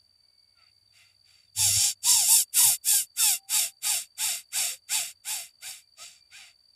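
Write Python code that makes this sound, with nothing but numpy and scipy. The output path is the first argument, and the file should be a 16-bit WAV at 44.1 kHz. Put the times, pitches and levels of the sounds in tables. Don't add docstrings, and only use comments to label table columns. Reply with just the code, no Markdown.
import sys
import numpy as np
from scipy import signal
from scipy.fft import rfft, irfft
from scipy.io import wavfile

SR = 44100
rng = np.random.default_rng(int(sys.argv[2]) if len(sys.argv) > 2 else 0)


def store_pcm(level_fs):
    pcm = np.round(np.clip(level_fs, -1, 1) * 32767).astype(np.int16)
    wavfile.write(sys.argv[1], SR, np.atleast_2d(pcm).T)


N = 297675
T = np.arange(N) / SR
FREQ = np.maximum(np.arange(N // 2 + 1) * SR / N, 1)


def amp(db):
    return 10 ** (np.asarray(db) / 20)


def unit(x):
    return x / np.sqrt(np.mean(x ** 2))


def noise():
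    return rng.standard_normal(N)


def shape(x, gain):
    return unit(irfft(rfft(x) * gain, N))


def colour(points):
    hz, db = np.transpose(points)
    return amp(np.interp(np.log(FREQ), np.log(hz), db))


def resonance(hz, width):
    return 1 / (1 + ((FREQ ** 2 - hz ** 2) / (FREQ * width)) ** 2)


def below(hz, order=4):
    return 1 / np.sqrt(1 + (FREQ / hz) ** (2 * order))


def wander(rate_hz):
    return shape(noise(), below(rate_hz, order=2))


def cycles(hz):
    return 2 * np.pi * np.cumsum(hz) / SR


def glides(rows, scatter, fifth=0):
    out = np.zeros(N)
    waver = 1 + scatter * wander(90)
    for start_s, length_s, start_hz, end_hz, db in rows:
        now = (T > start_s) & (T < start_s + length_s)
        progress = (T[now] - start_s) / length_s
        phase = cycles((start_hz + (end_hz - start_hz) * progress) * waver[now])
        swell = amp(db) * np.sqrt(2) * np.sin(np.pi * progress)
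        out[now] += swell * (np.sin(phase) + fifth * np.sin(1.5 * phase))
    return out


def background():
    # freq_hz, level_db
    air = [(18, -53), (30, -9.5), (91, -6), (161, -23), (178, -21), (435, -29), (626, -22), (693, -26),
           (1350, -29.5), (3800, -29), (4940, -73), (8360, -120)]
    # freq_hz, level_db
    shimmer = [(3000, -28), (4000, -3.5), (7000, -4.5), (8300, 0), (9100, 5.5), (9500, 0), (10400, 6),
               (11400, -7.5), (15500, -5.5)]
    rumble_eq = colour(air) * below(3600) * (1 - below(45, order=2))
    rumble = amp(-79 + wander(2.7)) * shape(noise(), rumble_eq)
    return rumble + amp(-77.5 + .6 * wander(5.8)) * shape(noise(), colour(shimmer))


def insects():
    # chirps_per_s, offset_s, pitch_hz, level_db
    trills = [(20.95, 0.041, 4620, -64.5), (19.38, 0.019, 4580, -75.5)]
    out = 0
    for rate, offset_s, hz, db in trills:
        chirp = np.cumsum(rate * (1 + .0063 * wander(3.2))) / SR - offset_s * rate
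        stroke = 3 * chirp % 1
        pulses = np.where(chirp % 1 < 2 / 3, 1, .3) * np.sin(np.pi * stroke) ** 2
        tone = np.sin(cycles(hz + 320 * (.5 - stroke) + 28 * wander(100)))
        out += amp(db) * unit(tone * pulses * amp(1.64 * wander(18)))
    return thicket(out, echo_db=-10, echo_t60=.08, tail_db=-13, tail_t60=.3)


def thicket(x, echo_db, echo_t60, tail_db, tail_t60):
    twigs = noise() * (rng.random(N) < .03) * amp(-60 * T / echo_t60) * (T > .001)
    tail = noise() * amp(-60 * T / tail_t60) * (T > .008)
    response = amp(echo_db) * twigs / np.linalg.norm(twigs) + amp(tail_db) * tail / np.linalg.norm(tail)
    return x + signal.fftconvolve(x, response[:SR // 2])[:N]


def whistles():
    # start_s, length_s, start_hz, end_hz, level_db
    notes = [(0.1, .85, 2270, 2170, -83.5), (0.86, 0.061, 3900, 3350, -81), (1.465, 0.033, 3820, 3320, -74),
             (3.25, 0.53, 780, 785, -65.5), (5.7, 0.21, 2386, 2370, -79), (6.1, 0.2, 2360, 2387, -75.5)]
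    return glides(notes, scatter=.0011)


def hum():
    # start_s, length_s, fade_s, pitch_hz, level_db
    swells = [(0.494, 1.8, 0.26, 100.2, -79.5), (1.537, 0.3, 0.07, 100.2, -41),
              (1.75, 0.049, 0.02, 98, -34.5), (2.03, 0.34, 0.072, 85, -62.5),
              (2.605, 0.14, 0.061, 122, -50)]
    out, waver = 0, 1 + .0053 * wander(25)
    for start_s, length_s, fade_s, hz, db in swells:
        swell = np.clip(np.minimum(T - start_s, start_s + length_s - T) / fade_s, 0, 1) ** 2
        phase = cycles(hz * waver)
        out += amp(db) * swell * unit(np.sin(phase) + amp(-23.5) * np.sin(2 * phase))
    return out * amp(2.7 * wander(35))


def push(age, length_s, release_s, sag_db_per_s, attack_s=.02, hold_s=.082):
    edges = np.exp(-age / attack_s) + np.exp((age - length_s) / release_s)
    return -50.5 * edges - sag_db_per_s * np.maximum(age - hold_s, 0)


def voicing(age, on_s, off_s, edge_s=.011, trace_db=-16):
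    sounding = (np.tanh((age - on_s) / edge_s + 1) - np.tanh((age - off_s) / edge_s - 1)) / 2
    return trace_db * (1 - sounding)


def begging():
    # voice_on_s, voice_off_s, top_hz, rise_s, fall_s, overtone_db
    pushes = [ (0.537, 0.2, 0.015, 38.5, -83, -84, -65.5, -70, 0.048, 0.083, 702, 0.072, 0.074, -8.5),
              (0.905, .288, 0.023, 88, -64, -64.5, -59.5, -77, 0.041, 0.14, 711, 0.064, 0.061, -5),
              (1.225, 0.3, 0.026, 62, -65.5, -67, -64.5, -90, .05, .15, 695.5, .08, 0.11, -8),
              (1.544, 0.28, 0.022, 26.5, -23, -20.5, -42, -40.5, 0.048, 0.15, 895, .06, 0.087, -3),
              (1.708, 0.24, 0.023, -8, -22, -25.5, -42, -47.5, 0.06, .18, 819, 0.15, .08, -5),
              (2.018, 0.32, 0.0094, 49.5, -19, -19, -41, -35.5, 0.046, 0.22, 992, .085, .14, -4),
              (2.245, .207, 0.014, 44.5, -21, -17, -47, -36.5, 0.045, 0.1, 925.4, 0.078, 0.11, 0.5),
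              (2.522, 0.26, 0.017, 42, -21, -16, -38, -37, 0.082, 0.2, 963, .085, 0.12, -7),
              (2.83, .240, 0.037, -2, -23.5, -18.5, -43.5, -37.5, 0.11, 0.11, 861, 0.068, 0.13, -1),
              (3.151, 0.25, 0.031, -6.5, -24, -21.5, -42, -40, 0.088, 0.19, 908.5, 0.058, .135, 0),
              (3.476, 0.25, 0.042, -5.5, -25, -23, -37.5, -42.5, .03, 0.2, 895, 0.062, 0.081, -6.5),
              (3.809, 0.27, 0.053, -1, -25.5, -25, -37, -42, .045, .18, 853.4, 0.086, .06, -8),
              (4.163, 0.29, 0.036, 48.5, -28, -28, -38, -44.5, 0.02, 0.191, 892, .08, .065, -7.5),
              (4.508, .290, 0.032, 49, -27.5, -28, -37, -43.5, 0.055, 0.17, 817, 0.064, 0.064, -9),
              (4.875, 0.27, .012, 125, -26.5, -27, -36.5, -42, .04, 0.17, 861, 0.083, 0.051, -7),
              (5.232, 0.3, 0.043, 64.5, -32.5, -31, -41, -44, .025, .19, 871, .085, .072, -6.5),
              (5.598, 0.26, 0.022, 124, -39, -39, -46, -51.5, 0.032, 0.12, 767, 0.082, .079, -7.5),
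              (5.954, 0.28, .017, 135, -43, -50.5, -50.5, -53, .035, 0.087, 695, 0.14, 0.11, -6.5),
              (6.292, 0.27, 0.028, 63.5, -50.5, -55, -49, -59.5, 0.097, 0.21, 802, .075, 0.098, -6)]
    start_hz, rest_hz = 637, 687.8
    power, syrinx, weight = np.zeros((4, N)), np.zeros((2, N)), np.zeros(N)
    for (start_s, length_s, release_s, sag, hiss_db, sizzle_db, croak_db, voice_db,
         on_s, off_s, top_hz, rise_s, fall_s, overtone_db) in pushes:
        now = (T > start_s) & (T < start_s + length_s)
        age = T[now] - start_s
        effort_db = push(age, length_s, release_s, sag)
        falling = age > rise_s
        from_top = np.abs(age - rise_s) / np.where(falling, fall_s, rise_s)
        drop = np.minimum(from_top, 1) ** np.where(falling, 1.7, 2)
        hz = top_hz + drop * (np.where(falling, rest_hz, start_hz) - top_hz)
        croak = croak_db + .87 * effort_db
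        voice = voice_db + .9 * effort_db + .5 * drop + voicing(age, on_s, off_s)
        power[:, now] += amp([hiss_db + effort_db, sizzle_db + effort_db, croak, voice]) ** 2
        clarity_db = overtone_db + 3.5 * drop * falling + .2 * effort_db
        lead = amp(effort_db) ** 2
        syrinx[:, now] += lead * np.array([hz, clarity_db])
        weight[now] += lead
    hz, overtone_db = syrinx / np.where(weight > 0, weight, 1)
    return (*np.sqrt(power), np.where(weight > 0, hz, rest_hz), overtone_db)


def vocal_tract(source, edges_hz):
    # centre_hz, width_hz, level_db
    formants = [(740, 97, -21.5), (1245, 67, -20), (1502, 560, -22), (2330, 507, -11.5), (2685, 670, -13.5),
                (3190, 470, -17), (3730, 1700, -8), (4630, 270, -1), (5350, 810, 0.5), (6200, 470, -1),
                (6830, 430, 2.5), (7355, 310, 4.5), (7890, 380, 6.5), (8635, 200, 3.5), (8845, 950, 4),
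                (9700, 920, -9.5), (10290, 2500, 0.5), (11400, 570, -5.5), (12120, 880, 2.5),
                (12800, 1400, -23), (13620, 1000, -24), (15150, 693, -21.5)]
    gain = np.sqrt(sum((amp(db) * resonance(hz, width)) ** 2 for hz, width, db in formants))
    under = [0] + [below(hz, order=11) for hz in edges_hz] + [1]
    return [shape(source, gain * upper * (1 - lower)) for lower, upper in zip(under, under[1:])]


def chick():
    hiss, sizzle, croak, voice, pitch_hz, overtone_db = begging()
    scatter = .015 * 2 ** (-overtone_db / 5.5)
    phase = cycles(pitch_hz * (1 + scatter * wander(233)))
    levels_db = [1.5, 0, 1, -5, -8, -10, -10, -10, -11, -13]
    buzz = sum(amp(db + 2.5 * wander(18)) * np.sin(k * phase) for k, db in enumerate(levels_db, 2))
    air = unit(noise() * (1 + .3 * np.cos(phase)) * amp(.6 * wander(350)))
    source = air + .5 * amp(overtone_db) * unit(buzz)
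    gullet, throat, mouth, beak = vocal_tract(source, edges_hz=(2500, 4400, 8200))
    rasp = np.sqrt(hiss * croak)
    cry = (amp(-.5) * croak * gullet + amp(-1) * rasp * throat
           + amp(-.6) * hiss * mouth + amp(-4) * sizzle * beak)
    hoarse = 21 * scatter
    fraying = wander(100) * np.sin(phase) + wander(100) * np.cos(phase)
    fundamental = (np.sqrt(2) * np.sin(phase) + hoarse * fraying) / np.hypot(1, hoarse)
    return cry + amp(-4) * voice * fundamental + flutter(hiss)


def flutter(hiss):
    eq = colour([(25, -19), (50, -2), (75, -3), (135, 1.5), (175, -4.5), (205, -2), (260, -13.5),
                 (340, -16), (500, -8.5), (900, -36.5)])
    return amp(-45) * hiss ** .66 * shape(noise(), eq)


def nest(calls):
    # centre_hz, width_hz, gain_db
    ripples = [(4325, 220, -9), (5130, 130, -8), (6000, 150, -8), (6590, 110, -8), (6751, 60, 4),
               (7011, 60, 4), (7205, 50, 5), (7794, 70, 3), (7983, 50, 4), (8379, 45, 5), (8560, 90, -3),
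               (8691, 50, 4), (8979, 60, 4), (9172, 50, 4), (9630, 160, -4), (10157, 80, 3), (10470, 90, 2),
               (10921, 80, 3), (11560, 250, -5), (12129, 45, 4), (13100, 250, 4), (14100, 900, -5)]
    # freq_hz, gain_db
    shade = [(2000, -1.5), (4700, 0.5), (5500, 1), (6200, 1), (7200, 0), (7900, -7), (8600, -2),
             (9600, -11), (10600, 6.5), (11500, -9), (13000, -4), (15000, 4)]
    # time_s, shaded_share
    stoop = [(0, 0.52), (1.7, 0.96), (2.2, 0.73), (2.3, 0.051), (2.6, 0.26), (3.2, 0.052), (4.7, 0.021),
             (5.3, 0.12), (5.8, 0.31), (6.4, 0.74)]
    ripple_db = sum(db * resonance(hz, width) for hz, width, db in ripples)
    coloured = irfft(rfft(calls) * amp(ripple_db), N)
    shaded = irfft(rfft(coloured) * colour(shade), N)
    share = np.clip(np.interp(T, *np.transpose(stoop)), 0, 1)
    blend = (1 - share) * coloured + share * shaded
    return thicket(blend, echo_db=-11, echo_t60=.02, tail_db=-41.5, tail_t60=.097)


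def squeaks():
    # start_s, length_s, start_hz, end_hz, level_db
    notes = [(0.547, 0.12, 1440, 1240, -65.5), (2.554, 0.063, 1523, 1240, -44),
             (2.86, 0.17, 1820, 1480, -47.5), (3.182, 0.07, 1500, 1230, -40.5),
             (3.51, 0.075, 1348, 1154, -49.5), (3.839, 0.075, 1260, 1204, -47),
             (4.22, 0.0806, 1407, 1230, -50.5), (4.69, 0.076, 467.7, 545, -55.5),
             (5.98, 0.074, 1203, 1374, -52.5)]
    return glides(notes, scatter=.014)


def squawks(length_s=.06, start_hz=1320, end_hz=1790):
    # start_s, level_db
    catches = [(3.165, -51), (3.495, -51), (3.832, -51), (4.182, -49), (4.525, -47), (4.89, -45),
               (5.248, -51), (5.62, -52.5), (6.318, -55)]
    notes = [(start_s, length_s, start_hz, end_hz, db) for start_s, db in catches]
    return glides(notes, scatter=.014, fifth=1.4)


def scene():
    calls = chick() + squeaks() + squawks()
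    mono = nest(calls) + insects() + hum() + whistles() + background()
    return np.array([mono, mono])


def record(dry):
    return irfft(rfft(dry) * below(15500, order=150), N)


dry = scene()
out = record(dry)
store_pcm(out)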